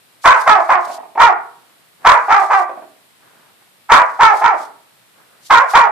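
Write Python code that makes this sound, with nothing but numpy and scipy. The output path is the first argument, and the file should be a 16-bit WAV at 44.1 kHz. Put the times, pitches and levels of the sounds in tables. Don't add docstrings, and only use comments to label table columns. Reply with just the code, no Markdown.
import sys
import numpy as np
from scipy import signal
from scipy.fft import rfft, irfft
from scipy.io import wavfile
from scipy.ndimage import uniform_filter1d

SR = 44100
rng = np.random.default_rng(int(sys.argv[2]) if len(sys.argv) > 2 else 0)


def natural_amplitude(level_db):
    exponent = np.asarray(level_db, float) / 20
    return 10 ** exponent


def pcm_store(signal):
    levels = np.round(np.clip(np.atleast_2d(signal), -1, 1) * 32767)
    wavfile.write(sys.argv[1], SR, levels.astype(np.int16).T)


N = 260627

# start_s, length_s, start_effort_db, top_effort_db, rise_s
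BARKS = [(0.237, 0.16, -23, -3, 0.029), (0.456, 0.16, -23.5, -4, 0.025), (0.686, 0.12, -14, -7.5, 0.027),
         (1.169, .156, -22, -2.5, 0.046), (2.04, 0.15, -31, -2, 0.034), (2.277, .167, -20, -5.5, .04),
         (2.493, 0.14, -23.5, -7, 0.026), (3.886, 0.15, -31.5, -1, 0.042), (4.187, .164, -21, -2.5, 0.029),
         (4.407, .15, -19, -7.5, 0.047), (5.494, 0.16, -31, -3, 0.028), (5.733, 0.15, -9, -3, 0.024)]
# rise_s, top_hz, settled_hz, end_hz, settled_roughness (0-1)
FOLDS = [(.024, 660, 530, 430, .3), (.022, 690, 428, 350, .05), (.034, 600, 368, 345, .15),
         (.046, 550, 470, 350, .06), (.085, 630, 500, 460, .4), (.044, 480, 410, 370, .12),
         (.028, 540, 385, 355, .07), (.07, 580, 530, 480, .4), (.038, 550, 445, 385, .1),
         (.052, 530, 435, 320, .12), (.036, 570, 470, 530, .15), (.05, 615, 475, 385, .05)]
# centre_hz, width_hz, level_db
THROAT = [
    (1360, 629, 8),
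    (2232, 1100, -14),
    (3490, 350, -22.5),
    (6600, 11000, -32.5),
]
# start_s, peak_db, pitch_hz
PUFFS = [(.845, -29, 720), (.868, -18, 650), (.894, -18.5, 637), (0.941, -21, 670), (.978, -22, 744),
         (0.999, -30.5, 727), (1.029, -26.5, 755), (1.151, -16.5, 715), (2.69, -15.5, 600),
         (2.728, -28.5, 522), (2.77, -22, 475), (2.818, -23.5, 566), (4.6, -26, 563), (4.64, -35, 550)]
# peak_s, length_s, level_db
GASPS = [(0.242, 0.037, -39), (.41, 0.093, -38), (0.633, 0.27, -47.5), (0.857, 0.083, -43.5),
         (0.939, 0.063, -39), (2.202, 0.24, -48), (2.427, 0.14, -42), (2.583, 0.092, -40.5),
         (4.104, 0.3, -53), (4.386, 0.096, -38), (4.614, 0.11, -44), (5.466, .07, -41.5),
         (5.714, 0.065, -36.5)]
# frequency_hz, level_db (per Hz)
BREATH_SPECTRUM = [(1500, -18), (3000, -4), (4500, 0), (6500, -3), (9000, -5), (13000, -10), (15000, -40)]
# peak_s, length_s, level_db
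SHUFFLES = [
    (1.721, 0.24, -58),
    (2.046, 0.076, -43.5),
    (3.12, .2, -76),
    (3.253, .08, -54.5),
    (3.39, 0.29, -52.5),
    (3.622, .03, -53.5),
    (5.201, .06, -52),
    (5.323, 0.34, -56.5),
]
# frequency_hz, level_db (per Hz)
SCUFF_SPECTRUM = [(60, -39), (120, -12), (300, -8), (900, -5), (1600, -6), (3000, -23.5), (6000, -34)]
# frequency_hz, t60_s
REVERBERATION = [(200, 0.93), (600, 0.41), (1300, 0.46), (2200, 0.37), (3700, 0.22), (9000, 0.037)]
# delay_s, left_db, right_db
REFLECTIONS = [
    (.0012, -20.5, -4),
    (.0052, -7.5, 1.5),
    (.0089, -7.5, -3.5),
    (0.0118, -8, -21.5),
    (0.0186, -16, 8.5),
]
# frequency_hz, level_db (per Hz)
AIR_SPECTRUM = [(25, -24), (60, -22), (120, 0), (300, -4), (1000, -2.5), (2000, -4), (4000, -6),
                (6300, -14), (8500, -8.5), (14200, -11.5)]
# frequency_hz, level_db
MUZZLE = [(40, -61), (150, -26.5), (280, -13.5), (480, -11), (650, 3), (1400, -2), (2400, 1.5), (2900, -2),
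          (4000, -6.5), (14000, 3.5)]
MOUTH_FRESH = (0.83, 0.81, 0.93, 0.63)
MOUTH_TIRED = (0.62, 0.84, 0.79, 0.57)

AIR_DB = -52
REST_S = 0.6
SNAP_FRESH, SNAP_TIRED = 2.64, 1.2
FADE_DB, FADE_BEND = -15, 1.08
MIDWAY_AT = 0.51
START_PITCH, EARLY_RISE = 0.77, 0.6
DROP_S, HUMP, HUMP_AT = 0.024, 1.015, 0.2
SAG_AT, SAG_LEFT = 0.7, 1.04
ROUGH_RISE, ROUGH_TOP, ROUGH_END = 0.3, 0.55, 0.6


def bark(row, fold, fresh, wobble=0.2, throb_db=8, tilt_db=-2):
    start, length, *push = row
    t = np.arange(0, length, 1 / SR)
    effort_db, mouth = effort(t, length, *push, fresh)
    hz, rough = folds(t, length, *fold)
    slip_noise, throb_noise, breath = rng.standard_normal((3, 13000))[:, :len(t)]
    slips = evened(smoothed_twice(slip_noise, 120))
    throbs = evened(smoothed_twice(throb_noise, 150))
    turns = np.cumsum(hz * (1 + wobble * rough * slips)) / SR

    slope_db = tilt_db + 0.31 * (effort_db + 16)
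    pulses = sum(natural_amplitude(slope_db * np.log2(k)) * np.cos(2 * np.pi * k * turns) for k in range(1, 16))
    escaping_air = (0.18 + np.exp(-(turns % 1) / 0.2)) * breath
    voiced = (1 - rough) * evened(pulses) * natural_amplitude(throb_db * rough * throbs)
    sound = throat(voiced + 0.8 * rough * evened(escaping_air), mouth)

    power = uniform_filter1d(sound ** 2, size=1500)
    return start, natural_amplitude(effort_db) * sound / np.sqrt(power) * signal.windows.tukey(len(t), 0.12)


def effort(t, length, start_db, top_db, rise, fresh):
    up = np.clip(t / rise, 0, 1)
    down = np.clip((t - rise) / (length - rise), 0, 1)
    snap, mouth = (SNAP_FRESH, MOUTH_FRESH) if fresh else (SNAP_TIRED, MOUTH_TIRED)
    effort_db = top_db + (start_db - top_db) * (1 - up) ** snap + FADE_DB * down ** FADE_BEND
    mouth_at = [0, rise, rise + MIDWAY_AT * (length - rise), length]
    return effort_db, np.interp(t, mouth_at, mouth)


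def folds(t, length, rise, top_hz, settled_hz, end_hz, calm):
    settled = rise + DROP_S
    left = length - settled
    at = [0, rise / 2, rise, settled, settled + HUMP_AT * left, settled + SAG_AT * left, length]
    start_hz = START_PITCH * settled_hz
    middle_hz = start_hz + EARLY_RISE * (top_hz - start_hz)
    hz = [start_hz, middle_hz, top_hz, settled_hz / HUMP, settled_hz * HUMP, end_hz * SAG_LEFT, end_hz]
    rising = calm + ROUGH_RISE * (ROUGH_TOP - calm)
    rough = [rising, (rising + ROUGH_TOP) / 2, ROUGH_TOP, calm, calm, rising, ROUGH_END]
    return np.interp(t, at, hz), np.interp(t, at, rough)


def throat(drive, mouth):
    sound = 0
    for k, (hz, width, db) in enumerate(THROAT):
        moving_hz = hz * mouth ** (1 / (1 + 2 * k))
        sound = sound + (-1) ** k * natural_amplitude(db) * resonate(drive, moving_hz, width)
    return sound


def puff(hz):
    t = np.arange(1500) / SR
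    push = rng.standard_normal(1500) * np.minimum(t / 0.012, 1) * np.exp(-t / 0.0058)
    ring = resonate(push, hz, 450)
    ring = ring + 0.1 * resonate(push, 2.2 * hz, 600)
    ring = ring + 0.9 * resonate(push, 0.6 * hz, 250)
    return ring / abs(ring).max()


def gasps(flutter_db=2.0):
    flutter = natural_amplitude(flutter_db * evened(uniform_filter1d(rng.standard_normal(N), size=500)))
    return swells(GASPS) * flutter * noise(BREATH_SPECTRUM, 0.2)


def room(x, alike=0.38):
    early_db, late_db = -10, -10.5
    taps = np.zeros((2, SR))
    at = np.arange(400, SR - 20, 20) + rng.integers(0, 20, (2, (SR - 401) // 20))
    np.put_along_axis(taps, at, rng.choice([-1., 1.], at.shape), 1)
    taps[1] = alike * taps[0] + np.sqrt(1 - alike ** 2) * taps[1]

    hz, t, z = signal.stft(taps, SR, nperseg=256)
    decay = natural_amplitude(-60 * t / read(REVERBERATION, hz)[:, None])
    tail = signal.istft(z * decay, SR, nperseg=256)[1]
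    tail *= natural_amplitude(late_db) / np.linalg.norm(tail, axis=1, keepdims=True)
    for s, left_db, right_db in REFLECTIONS:
        tail[0, round(s * SR)] += natural_amplitude(early_db + left_db)
        tail[1, round(1.04 * s * SR)] += natural_amplitude(early_db + right_db)
    return signal.fftconvolve(x[None], tail, axes=1)[:, :N]


def shuffle():
    grain = natural_amplitude(1.9 * evened(uniform_filter1d(rng.standard_normal(N), size=300)))
    level = uniform_filter1d(swells(SHUFFLES), size=400)
    return level * evened(grain * noise(SCUFF_SPECTRUM, 0.4))


def air():
    return natural_amplitude(AIR_DB) * noise(AIR_SPECTRUM, 0.035)


def noise(spectrum, same):
    a, b = rng.standard_normal((2, N))
    pair = np.array([a, same * a + np.sqrt(1 - same ** 2) * b])
    return evened(coloured(pair, spectrum))


def coloured(x, spectrum):
    return irfft(rfft(x) * natural_amplitude(read(spectrum, np.fft.rfftfreq(N, 1 / SR))), N)


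def resonate(x, hz, width):
    turn = np.exp(2j * np.pi * np.cumsum(hz * np.ones(len(x))) / SR)
    r = np.exp(-np.pi * width / SR)
    smooth = signal.lfilter([(1 - r) ** 2], [1, -2 * r, r * r], x / turn + 1e-18)
    return 2 * (turn * smooth).real


def swells(events):
    t = np.arange(N) / SR
    return sum(natural_amplitude(db) * np.exp(-(2 * (t - s) / length) ** 2) for s, length, db in events)


def smoothed_twice(x, size):
    return uniform_filter1d(uniform_filter1d(x, size=size), size=size)


def evened(x):
    return x / np.sqrt(np.mean(x ** 2) + 1e-20)


def read(points, hz):
    f, value = np.transpose(points)
    return np.interp(np.log(hz + 1), np.log(f + 1), value)


def add(mix, s, sound):
    part = mix[round(s * SR):][:len(sound)]
    part += sound[:len(part)]


def scene():
    dog = np.zeros(N)
    pauses = np.diff([row[0] for row in BARKS], prepend=-1)
    for row, fold, pause in zip(BARKS, FOLDS, pauses):
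        add(dog, *bark(row, fold, pause > REST_S))
    for s, db, hz in PUFFS:
        add(dog, s, natural_amplitude(db) * puff(hz))
    dog = coloured(dog, MUZZLE)
    direct = np.array([np.roll(dog, shift=2), dog])
    port_gains = natural_amplitude(np.array([[-0.6], [0.2]]))
    return port_gains * (direct + room(dog)) + gasps() + shuffle() + air()


def masked(x, under_db=-50, blotch_db=6, low_hz=170, high_hz=8600, edge_hz=14400):
    hz, t, z = signal.stft(x, SR, nperseg=1024, noverlap=512)
    loudest = abs(z).max(1, keepdims=True)
    blotch = np.repeat(rng.standard_normal((len(t), 65)), 8, axis=1)[:, :len(hz)].T
    outer = ((hz < low_hz) | (hz > high_hz))[:, None]
    faint = abs(z) < natural_amplitude(under_db + blotch_db * blotch) * loudest
    dropped = outer & faint | (hz > edge_hz)[:, None]
    return signal.istft(np.where(dropped, 0, z), SR, nperseg=1024, noverlap=512)[1][:, :N]


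def low_pass(x):
    return signal.sosfilt(signal.butter(12, 15300, fs=SR, output="sos"), x)


def record(dry):
    overloaded = np.clip(dry, -0.97, 0.97)
    mix = np.clip(masked(overloaded), -1, 1)
    return low_pass(mix)


dry = scene()
out = record(dry)
pcm_store(out)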